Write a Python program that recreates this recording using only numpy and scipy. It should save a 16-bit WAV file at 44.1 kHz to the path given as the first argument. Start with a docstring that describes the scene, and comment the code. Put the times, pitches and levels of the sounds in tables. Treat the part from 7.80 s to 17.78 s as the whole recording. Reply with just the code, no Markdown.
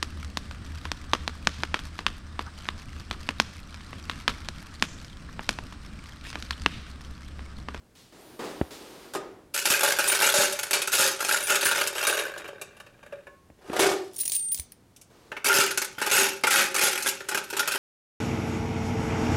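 """Raking coins in a vending machine

A hand rakes coins in a plastic hopper: each push swells, then the pile settles. A fistful rises, is dumped into
a tub, a few loose coins jingle, and the hand digs in again. Noise bursts with short tones make damped contacts;
streams and blows of them drive resonant bodies. Free coins and a brushed rod ring as decaying sines; cloth
rustles and whistles, soft bumps thud, and faint room air lies beneath."""
import sys
import numpy as np
from scipy import signal
from scipy.fft import rfft, irfft, next_fast_len
from scipy.io import wavfile
from scipy.ndimage import uniform_filter1d, minimum_filter1d, map_coordinates

SR = 44100
rng = np.random.default_rng(int(sys.argv[2]) if len(sys.argv) > 2 else 0)


def dump(signal):
    """Clip the signal to [-1, 1] and save it as 16-bit WAV at the path in sys.argv[1]."""
    limited = np.clip(np.atleast_2d(signal).T, -1, 1)
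    pcm = np.round(limited * 32767).astype(np.int16)
    wavfile.write(sys.argv[1], SR, pcm)


N = 440118
TIME = np.arange(N) / SR  # seconds


def amp(db):
    """Decibels to gain."""
    return 10 ** (np.asarray(db) / 20)


def unit(x):
    """Scale to rms 1."""
    return x / np.sqrt(np.mean(x ** 2) + 1e-20)


def along(points, hz):
    """Interpolate (Hz, value) points on a log frequency axis."""
    f, value = np.transpose(points)
    return np.interp(np.log(hz + 1), np.log(f + 1), value)


def add(track, s, sound):
    """Mix a sound into a track at time s, cut off at the track's end."""
    part = track[..., max(0, round(s * SR)):][..., :sound.shape[-1]]
    part += sound[..., :part.shape[-1]]


def curve(times, db):
    """Gain following a dB curve, silent outside its span."""
    return amp(np.interp(TIME, times, db, left=-150, right=-150))


def hopper():
    """Hand and raked coins drum on the hopper; its resonances shift as the hand turns in it and rises out of it."""
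    # coins snapping against the pile, and the hand touching or knocking on the hopper:
    # t/s, relative edge level/dB, drumming over the edge/dB, centre pitch of the clack f/Hz
    clacks = [(1.336, -27, -10, 1500), (1.7423, -18, -17, 1480), (1.8543, -9, -12, 2320),
              (1.9, -12, -14, 1170), (2.0317, -4.5, -10.5, 570), (2.1864, -9, -7, 1560),
              (2.276, -11.5, -17, 423), (2.3478, -18, -9.5, 1590), (2.4181, -8, -6, 850),
              (2.5393, 8.5, -10.5, 565), (2.7239, -17.5, -20, 1657), (2.7899, -17, -10, 2280),
              (2.831, -17, -11.5, 2130), (2.9089, -13.5, -11, 2580), (2.9311, -4, -8, 2480),
              (3.0176, -14.5, -12, 2326), (3.074, -16.5, -9, 1430), (3.1345, -9, -6.5, 2350),
              (3.1842, 2, -10, 1354), (3.4036, -23.5, 0, 1480), (3.702, -7.5, -4, 1375),
              (3.754, -10.5, -14, 1520), (3.8097, -16, -13, 1660), (3.8533, -7.5, -8.5, 1612),
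              (3.912, -14, -2, 1463), (4.0726, -14.5, -34, 1600), (4.269, -10, -12.5, 1540),
              (4.578, -31.5, -11, 1620), (4.677, -37, -5, 1720), (4.8135, -26.5, -6.5, 2480),
              (4.967, -47, 2, 2850), (5.0, -40, 2.5, 2860), (5.064, -50.5, 10.5, 2530),
              (5.229, -51, 8.5, 890), (5.2616, -49.5, 6.5, 1770), (5.324, -51.5, 18.5, 584),
              (5.468, -50.5, 10.5, 2390), (7.1623, -39.5, -36, 3020), (7.213, -38.5, -26, 2280),
              (7.517, -42, 14.5, 1660), (7.566, -39.5, 12, 2280), (7.645, -17, -9.5, 1780),
              (7.6939, -16, 6, 1420), (7.908, -18, -9, 1520), (7.9744, -11.5, -10.5, 1537),
              (8.0168, -16, -7.5, 2240), (8.0453, -20.5, -14, 1980), (8.2155, -19.5, -0.5, 1720),
              (8.2626, -18, -6, 1320), (8.298, -21, -5, 2560), (8.3125, -2, -5.5, 2660),
              (8.6363, -15, 3.5, 2100), (8.6694, -11, -4, 1424), (8.7063, 3, -8, 2010),
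              (8.9434, -18.5, -10, 1400), (9.0121, -6, -6.5, 2360), (9.2239, -16, -28, 1310),
              (9.268, -12.5, -15.5, 1590), (9.2865, -12.5, -20, 2760), (9.405, -37.5, 7.5, 1700),
              (9.4868, -17, -12, 1440), (9.5127, -27, 2.5, 1420), (9.5461, -17, -3.5, 1634),
              (9.574, -18.5, -5, 2680), (9.6395, -31, -16, 1470), (9.701, -24.5, -10, 1470),
              (9.728, -29, 3, 380), (9.7669, -17.5, -12, 1370), (9.7936, -11.5, -10.5, 1500),
              (9.8754, -14.5, -8, 1340), (9.919, -17, -9, 1570)]
    # broad colour of the coin pile: f/Hz, relative density/dB
    pile = [(30, -58.5), (90, -30.5), (280, -14), (1000, -27), (2500, -12), (4000, -14), (9000, -13),
            (12000, -13), (14500, -22.5), (16000, -27)]
    # cavity resonances with the hand deep in the hopper: f/Hz, width/Hz, relative level/dB
    deep_modes = [(385.6, 30, 0), (553, 31.6, -1), (861.6, 67, -1.5), (1400, 202, -1), (2020, 180, -10.5),
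                  (2526, 380, -8.5), (5370, 210, -15.5), (6620, 220, -15.5)]
    # resonances with the fist raised: the cavity's, and two high rings of the held coins:
    # f/Hz, width/Hz, relative level/dB
    raised_modes = [(389, 88, 11), (572.6, 31, 17), (1150, 88, 4), (1543, 200, 4), (1690, 63, 4),
                    (2393, 79, 0), (2740, 180, -1.5), (3745, 74, -1), (6900, 40, -2), (11150, 38, -5)]
    # how far the fist is raised: t/s, share/0-1
    lift_points = [(3.4, 0.3), (3.9, 0.27), (4.5, 0.99), (5.6, 1), (7, 0)]
    raised_cut_hz = 470

    drum, edge = raking()
    stream = clatter(rate=440, spread_db=18, evenness=.7, clack_db=-7, ring_db=-3, scatter_db=-12)
    knock, snap = blows(clacks, t60=0.0088, clack_db=-10.0, rebound_db=-2.0, rebound_s=.002)
    low = amp(-2.5) * drum * stream + amp(20.0) * knock
    high = amp(-4) * edge * stream + amp(15.0) * snap
    # the turning hand covers more or less of the opening and detunes the cavity
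    deep = gliding(low, high, body(pile, deep_modes))
    # coins lifted off the bottom no longer thump the hopper
    unloaded = signal.butter(2, raised_cut_hz, "high", fs=SR, output="sos")
    raised = sounded(low, high, signal.sosfilt(unloaded, body(pile, raised_modes)))
    lift = np.interp(TIME, *np.transpose(lift_points))
    return (1 - lift) * deep + lift * raised


def raking():
    """Drumming and edge gain of the moving coins: the strokes, the creeping pile and the held fistful."""
    # strokes and jolts of the hand among the coins:
    # start t/s, length of the push/s, relative drumming level at the crest/dB, coin edge over the drumming/dB
    strokes = [(1.738, 0.026, -29.5, 6), (1.845, 0.018, -27.5, 3.5), (1.9, 0.01, -18.5, 4),
               (1.95, 0.16, -25.5, 1), (2.18, 0.18, -26, 2.5), (2.4, 0.058, -18, 1.5),
               (2.52, 0.068, -21, 7), (2.932, 0.017, -29.5, -2), (3.118, 0.1, -21, 7),
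               (3.4, 0.14, -25.5, 2.5), (3.57, 0.13, -39, 9), (3.68, 0.027, -21.5, 0.5),
               (3.81, 0.067, -23, 0), (3.94, 0.07, -22.5, -3.5), (4.15, 0.14, -22.5, -4),
               (4.32, 0.063, -24.5, -5.5), (7.643, 0.15, -18.5, 2.5), (8.18, 0.099, -29.5, -5),
               (8.313, 0.078, -16, 2), (8.7, 0.052, -13.5, 0.5), (8.943, 0.028, -23.5, 1.5),
               (9.01, 0.021, -19, 6), (9.12, 0.058, -31, 0), (9.245, 0.016, -28.5, 0),
               (9.49, 0.058, -32, -9), (9.728, 0.085, -30, -9), (9.873, 0.083, -30, -1)]
    # coins shifting in the closed fist as it rises: t/s, relative drumming level/dB
    fist = [(4.42, -41), (4.67, -39), (4.774, -51), (5.1, -61), (5.38, -55.5), (5.518, -70.5), (5.62, -82)]
    # between strokes the buried hand keeps the pile creeping: start t/s, stop t/s, relative level/dB
    creeping = [(1.76, 4.416, -42.5), (7.65, 9.98, -55)]
    fist_edge_db = -18.5  # the fingers muffle the coin edges

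    held = curve(*np.transpose(fist))
    creep = sum(amp(db) * (TIME > start) * (TIME < stop) for start, stop, db in creeping)
    stroke_gains = pushes(strokes, catch_s=0.0032, swell_db=9, settle_db_per_s=184)
    return np.hypot(stroke_gains, creep) + held * amp([[0], [fist_edge_db]])


def pushes(table, catch_s, swell_db, settle_db_per_s):
    """Bass and treble gain of a run of strokes: each catches, swells to its crest and dies away."""
    power = np.zeros((2, N))
    t = TIME[:SR]
    for start, length, db, treble_db in table:
        swell = swell_db * (t / length - 1)
        settle = settle_db_per_s * (length - t)
        levels = np.minimum(swell, settle) + [[db], [db + treble_db]]
        catch = np.minimum(t / catch_s, 1)
        add(power, start, (catch * amp(levels)) ** 2)
    return np.sqrt(power)


def contact(t60, ring_db=-9, clack_db=-9, clack_hz=None, scatter_db=-9, count=6):
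    """One damped contact: a crack scattered by the pile, the pitched clack of a stack, the brief ring of its coins."""
    t = np.arange(SR // 10) / SR
    # every coin is held differently, so each crack has its own broad peaks and dips
    colour = rfft(rng.standard_normal(len(t)))
    patches = np.interp(np.linspace(0, 1, len(colour)), np.linspace(0, 1, 26), rng.standard_normal(26))
    burst = irfft(colour * amp(4 * patches), len(t))
    # the first crack is bright; what the pile scatters after it has lost some of its top
    scatter = uniform_filter1d(burst, size=2) * amp(scatter_db - 60 * t / .06)
    crack = burst * amp(-60 * t / t60) + scatter
    rise = 1 - np.exp(-t / .0012)

    ring_hz = rng.uniform(2200, 14000, (count, 1))
    partials = rng.standard_normal((count, 1)) * np.sin(2 * np.pi * ring_hz * t)
    ring = partials.sum(0) * amp(-60 * t / .06)

    stack_hz = 1450 * 4 ** rng.random()
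    pitch = (clack_hz or stack_hz) * np.exp(.06 * rng.normal())
    clack = np.sin(2 * np.pi * pitch * t) * amp(-60 * t / .035)
    sound = unit(rise * crack) + amp(ring_db) * unit(rise * ring) + amp(clack_db) * unit(rise * clack)
    return sound / np.linalg.norm(sound)


def clatter(rate, spread_db, evenness, clack_db, ring_db, scatter_db=-9, count=160):
    """A stream of random contacts (rate per second) of unequal strength among many coins, rms 1."""
    coins = [contact(.014, ring_db, clack_db, scatter_db=scatter_db) for _ in range(count)]
    draws = rng.random((12000, 3))
    times = np.cumsum(-np.log(1 - draws[:, 0])) / rate  # exponential waits
    stream = np.zeros(N)
    for s, (_, strength, which) in zip(times[times < N / SR], draws):
        add(stream, s, amp(spread_db * strength ** 2) * coins[int(which * count)])
    # the hand's steady push evens out the flow over tens of milliseconds
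    flow = np.abs(uniform_filter1d(unit(stream) ** 2, size=1800)) + .02
    return unit(stream / flow ** (evenness / 2))


def blows(table, t60, clack_db, rebound_db, rebound_s, count=4):
    """Drumming and edge drives of single blows, each followed by quick rebounds."""
    drive = np.zeros((2, N))
    for s, db, drum_db, *pitch in table:
        blow = np.zeros(SR // 6)
        delays = np.cumsum(rng.uniform(.5, 2, count)) * rebound_s
        # flat, drumming blows are more pitched than edge-on ones
        tone_db = clack_db + 0.043 * drum_db
        clack_hz = pitch[0] if pitch else None
        for k, delay in enumerate(delays - delays[0]):
            hit = contact(t60, clack_db=tone_db, clack_hz=clack_hz)
            add(blow, delay, amp(k * rebound_db) * hit)
        add(drive, s, amp([[db + drum_db], [db]]) * blow / np.linalg.norm(blow))
    return drive


def body(spectrum, modes=(), size=8192):
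    """Causal impulse response of a broad spectrum with resonances on it, energy 1."""
    hz = np.fft.rfftfreq(size, 1 / SR)
    power = amp(along(spectrum, hz)) ** 2
    for centre, width, db in modes:
        damping = hz * width
        power = power + (amp(db) * damping) ** 2 / ((centre ** 2 - hz ** 2) ** 2 + damping ** 2)
    # folding the cepstrum makes the response minimum-phase, so it starts at once
    cepstrum = irfft(np.log(power) / 2)[:size // 2]
    cepstrum[1:] *= 2
    response = irfft(np.exp(rfft(cepstrum, size)))[:size // 2]
    return response / np.linalg.norm(response)


def sounded(low, high, response, split_hz=3300):
    """Drive the bass and the treble of a body separately, each at unit power gain."""
    out = 0
    for drive, side in ((low, "low"), (high, "high")):
        half = signal.butter(2, split_hz, side, fs=SR, output="sos")
        part = signal.sosfilt(np.vstack([half, half]), response)
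        out = out + signal.oaconvolve(drive, part / np.linalg.norm(part))[:N]
    return out


def gliding(low, high, response):
    """Sound a cavity whose resonances wander: it rings on a clock that runs a little fast or slow."""
    samples = np.arange(N)
    turn = .03 * np.tanh(map_coordinates(rng.standard_normal(99), [TIME * 9]))
    clock = np.cumsum(1 + turn - turn.mean())
    # warp the drives the opposite way, so the blows keep their times
    unwarped = np.interp(samples, clock, samples)
    drives = [map_coordinates(drive, [unwarped]) for drive in (low, high)]
    return map_coordinates(sounded(*drives, response), [clock])


def tub():
    """The fistful lands in a rush on the coins in a hollow tub; hollow knocks sound through the same body."""
    # the fistful pouring in: t/s, relative tub drumming level/dB, relative coin edge level/dB
    pour = [(5.78, -62, -79), (5.992, -28.5, -43.5), (6.0, -21, -22.5), (6.05, -20, -28.5),
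            (6.2, -45.5, -54.5), (6.335, -68, -65)]
    # hollow knocks: the hand touching the hopper early on, then coins landing in the tub:
    # t/s, relative edge level/dB, drumming over the edge/dB
    hollow_knocks = [(1.3494, -22.5, 7), (5.931, -29, 12), (5.964, -22, 9), (5.9923, -7, -1),
                     (6.0228, -13.5, 5), (6.114, -22.5, 6)]
    # broad colour of coins in the tub: f/Hz, relative density/dB
    tub_pile = [(30, -35.5), (150, -38), (300, -9.5), (600, -5), (1500, -13), (3500, -21), (9000, -25.5),
                (12000, -28), (16000, -45)]
    # resonances of the tub: f/Hz, width/Hz, relative level/dB
    tub_modes = [(380, 27.5, 9.5), (745, 45, -1.5), (1228, 17, -2)]

    times, drum_db, edge_db = np.transpose(pour)
    stream = clatter(rate=500, spread_db=6.5, evenness=0.42, clack_db=-9.0, ring_db=-4)
    knock, snap = blows(hollow_knocks, t60=0.03, clack_db=-16.5, rebound_db=-4, rebound_s=0.0044)
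    low = curve(times, drum_db) * stream + amp(16.5) * knock
    high = curve(times, edge_db) * stream + amp(12.0) * snap
    return sounded(low, high, body(tub_pile, tub_modes))


def jingle():
    """Loose coins slide and tick together and are free to ring at their own high modes."""
    # loose coins touching: t/s, relative level/dB, free ringing over it/dB
    touches = [(6.381, -34, -11), (6.4032, -24, -12.5), (6.459, -22, -25), (6.4778, -16.5, -28),
               (6.5188, -15.5, -26), (6.549, -21, -16), (6.564, -22, -28), (6.7175, -29.5, -7.5),
               (6.745, -20, -26), (6.7969, -20.5, -32), (6.92, -33.5, -41)]
    # loose coins sliding over each other: t/s, relative level/dB
    slides = [(6.33, -52), (6.39, -36), (6.55, -35), (6.6, -45), (6.7, -52), (6.75, -30), (6.84, -58)]
    # modes of freely ringing coins: centre f/Hz, relative level/dB, t60/s
    coin_modes = [(9480, 6, 0.085), (9200, -2, 0.12), (10200, -6, 0.07), (15000, 1, 0.11),
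                  (15360, -10, 0.1)]
    # one coin rings alone until the next one stops it: start t/s, stop t/s, f/Hz, level/dB
    lone_coin = (6.52, 6.73, 8840, -30)
    # colour of loose coins: f/Hz, relative density/dB
    loose = [(300, -8), (1400, -17), (2300, -2.5), (5500, 4), (7500, 3.5), (9500, 12.5), (12000, 2),
             (16000, 2.5)]

    t = np.arange(SR // 3) / SR
    sliding = curve(*np.transpose(slides))
    ticks = sliding * clatter(rate=200, spread_db=16, evenness=0.5, clack_db=-28, ring_db=-12, scatter_db=-24)
    rings = np.zeros(N)
    swell = 1 - np.exp(-t / 0.0039)
    for s, db, free_db in touches:
        add(ticks, s, amp(db + 16) * contact(t60=.012, ring_db=-18, clack_db=-20, scatter_db=-20))
        for hz, level, t60 in coin_modes:
            detuned = hz * (1 + 0.0018 * rng.normal())
            ring_db = db + free_db + level + 14.0 + rng.normal(0, 1.5)
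            add(rings, s, swell * amp(ring_db - 60 * t / t60) * np.sin(2 * np.pi * detuned * t))
    start, stop, hz, db = lone_coin
    held = np.clip(np.minimum(TIME - start, stop - TIME) / .01, 0, 1)  # 10 ms fades
    lone = held * amp(db) * np.sin(2 * np.pi * hz * TIME)
    return signal.oaconvolve(ticks, body(loose))[:N] + rings + lone


def clinks():
    """A freed coin rings at its own pitch and one overtone."""
    # coins that slip free and ring for a moment: t/s, level/dB, f/Hz
    freed = [(2.085, -32, 9250), (2.283, -15.5, 9280), (2.318, -22, 9300), (3.636, -26, 9660),
             (3.849, -18, 9500), (4.271, -23, 9240)]
    t60_s, overtone_ratio, overtone_db = 0.2, 1.66, -13

    t = TIME[:SR]
    rings = np.zeros(N)
    for s, db, hz in freed:
        phase = 2 * np.pi * hz * t
        tone = np.sin(phase) + amp(overtone_db) * np.sin(overtone_ratio * phase)
        add(rings, s, amp(db - 60 * t / t60_s) * tone)
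    return rings


def rod():
    """The hopper's steel rod, brushed by the rising fist, sings briefly at two decaying modes."""
    # the touch: t/s, level/dB
    rod_touch = (5.469, -42.5)
    # modes of the rod: f/Hz, level over the touch/dB, t60/s
    rod_modes = [(1088, -7.5, 0.36), (1710, -0.5, 0.15)]

    s, db = rod_touch
    t = np.maximum(TIME - s, 0)
    return sum(amp(db + level - 60 * t / t60) * np.sin(2 * np.pi * hz * t) for hz, level, t60 in rod_modes)


def rustle():
    """Smooth cloth friction, with a cluster of thin gliding whistles that fades as the arm slows."""
    # brushes of cloth: start t/s, length/s, relative scuff level at the crest/dB, hiss over the scuff/dB
    brushes = [(.15, 0.051, -63, 6.5), (.32, 0.22, -52.5, -7), (.59, 0.0048, -34, -12.5),
               (.637, 0.0072, -38, -10), (.7, 0.098, -50.5, -9), (.905, 0.017, -46.5, 0),
               (1.0, 0.26, -49, -6.5), (1.345, 0.01, -38.5, -18.5), (7.3, 0.25, -58.5, -7)]
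    # pitch of the whistle that glides with the rustle: t/s, f/Hz
    whistle = [(.36, 8550), (.44, 11900), (.49, 13000), (.55, 12100), (.68, 10100), (.82, 12200),
               (.95, 12600), (1.02, 10700), (1.14, 11900), (1.32, 11600)]
    # colour of the cloth: f/Hz, relative density/dB
    cloth = [(35, -26), (123, -16), (343, 2), (572, -5), (1230, -11), (2900, -24), (8870, -38.5),
             (15500, -47)]
    # where the sleeve's hiss centres: f/Hz, width/Hz, relative level/dB
    sleeve_hiss = (4600, 740, -39)
    whistle_db, fade_db_per_s = -62.5, 2

    scuff, hiss = pushes(brushes, catch_s=0.0034, swell_db=1.0, settle_db_per_s=74)
    noise = rng.standard_normal(N)
    friction = sounded(scuff * noise, hiss * noise, body(cloth, [sleeve_hiss]))

    s, hz = np.transpose(whistle)
    pitch = uniform_filter1d(np.interp(TIME, s, hz), size=SR // 28)
    lines = 0
    for ratio in (.75, .83, 1, 1.19):
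        jittered = ratio * pitch + 700 * rng.standard_normal(N)  # Hz, roughens each line
        lines = lines + np.sin(2 * np.pi * np.cumsum(jittered) / SR)
    active = (TIME > s[0]) * (TIME < s[-1])
    fade = amp(whistle_db - fade_db_per_s * (TIME - s[0]))
    return friction + uniform_filter1d(active * fade, size=SR // 10) * unit(lines)


def bumps():
    """Dull thuds of decaying noise on the machine and the hopper's floor; the machine also sways at 70 Hz."""
    # soft bumps on the machine: t/s, relative thud level/dB, relative low sway level/dB
    soft_bumps = [(0.813, -22, -27), (5.701, -47.5, -44.5), (5.898, -29.5, -41), (6.793, -47.5, -30)]
    # the hand presses the pile against the hopper's floor: t/s, relative thud level/dB
    thumps = [(1.905, -30), (2.587, -25), (3.196, -26.5), (3.857, -24), (4.275, -37.5), (7.786, -22),
              (8.181, -39), (8.422, -28), (8.749, -26), (9.034, -27)]
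    # colour of a thud: f/Hz, relative density/dB
    thud = [(30, -20.5), (70, 3), (140, 6.5), (330, 9.5), (900, -2.5), (2500, -13.5), (5000, -37.5),
            (16000, -59)]

    t = np.arange(SR // 6) / SR
    knocks, sway = np.zeros(N), np.zeros(N)
    for s, db, *_ in [*soft_bumps, *thumps]:
        add(knocks, s, amp(db + 6.5 - 60 * t / 0.022) * rng.standard_normal(len(t)))
    swing = (1 - np.exp(-t / .015)) * np.sin(2 * np.pi * 70 * t)
    for s, _, sway_db in soft_bumps:
        add(sway, s, amp(sway_db + 9 - 60 * t / .07) * swing)
    return signal.oaconvolve(knocks, body(thud))[:N] + sway


def room(x):
    """The shop's answer: a noise tail, 5 ms late, in which each frequency dies at its own speed."""
    # reverberation: f/Hz, t60/s
    decay = [(150, 0.66), (1500, 0.38), (6000, 0.36), (14000, 0.036)]

    hz, t, z = signal.stft(rng.standard_normal(SR // 2), SR, nperseg=256)
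    tail = signal.istft(z * amp(-60 * t / along(decay, hz)[:, None]), SR, nperseg=256)[1]
    return signal.oaconvolve(x, np.pad(tail / np.linalg.norm(tail), (SR // 200, 0)))[:N]


def quiet_air():
    """Steady noise in the colour of the room's air, rms 1."""
    # colour of the air: f/Hz, relative density/dB
    air_colour = [(15, -37), (25, -10.5), (126, -5), (289, -10), (582, -17.5), (2850, -30.5), (9300, -34),
                  (15500, -40.5)]
    return unit(signal.oaconvolve(rng.standard_normal(N), body(air_colour))[:N])


def scene():
    """Coins sound in the room, over its quiet air; the close jingle and cloth stir it less, and the bumps stay dry."""
    boxed = hopper() + rod() + tub()
    close = jingle() + clinks() + rustle()
    reverb = room(amp(-10.0) * boxed + amp(-15.0) * close)
    return (boxed + close + reverb + bumps() + amp(-59.5) * quiet_air())[None]


def record(dry):
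    """A limiter holds the loudest peaks down; a steep low-pass then closes off the top of the band."""
    top_hz = 16150
    needed = np.minimum(1, amp(-10) / (np.abs(dry) + 1e-9))
    # hold each reduction around its peak, then smooth it
    gain = uniform_filter1d(minimum_filter1d(needed, size=300), size=200)
    size = next_fast_len(N + SR // 2, True)
    hz = np.fft.rfftfreq(size, 1 / SR)
    return irfft(rfft(dry * gain, size) / (1 + (hz / top_hz) ** 200), size)[:, :N]


dry = scene()
out = record(dry)
dump(out)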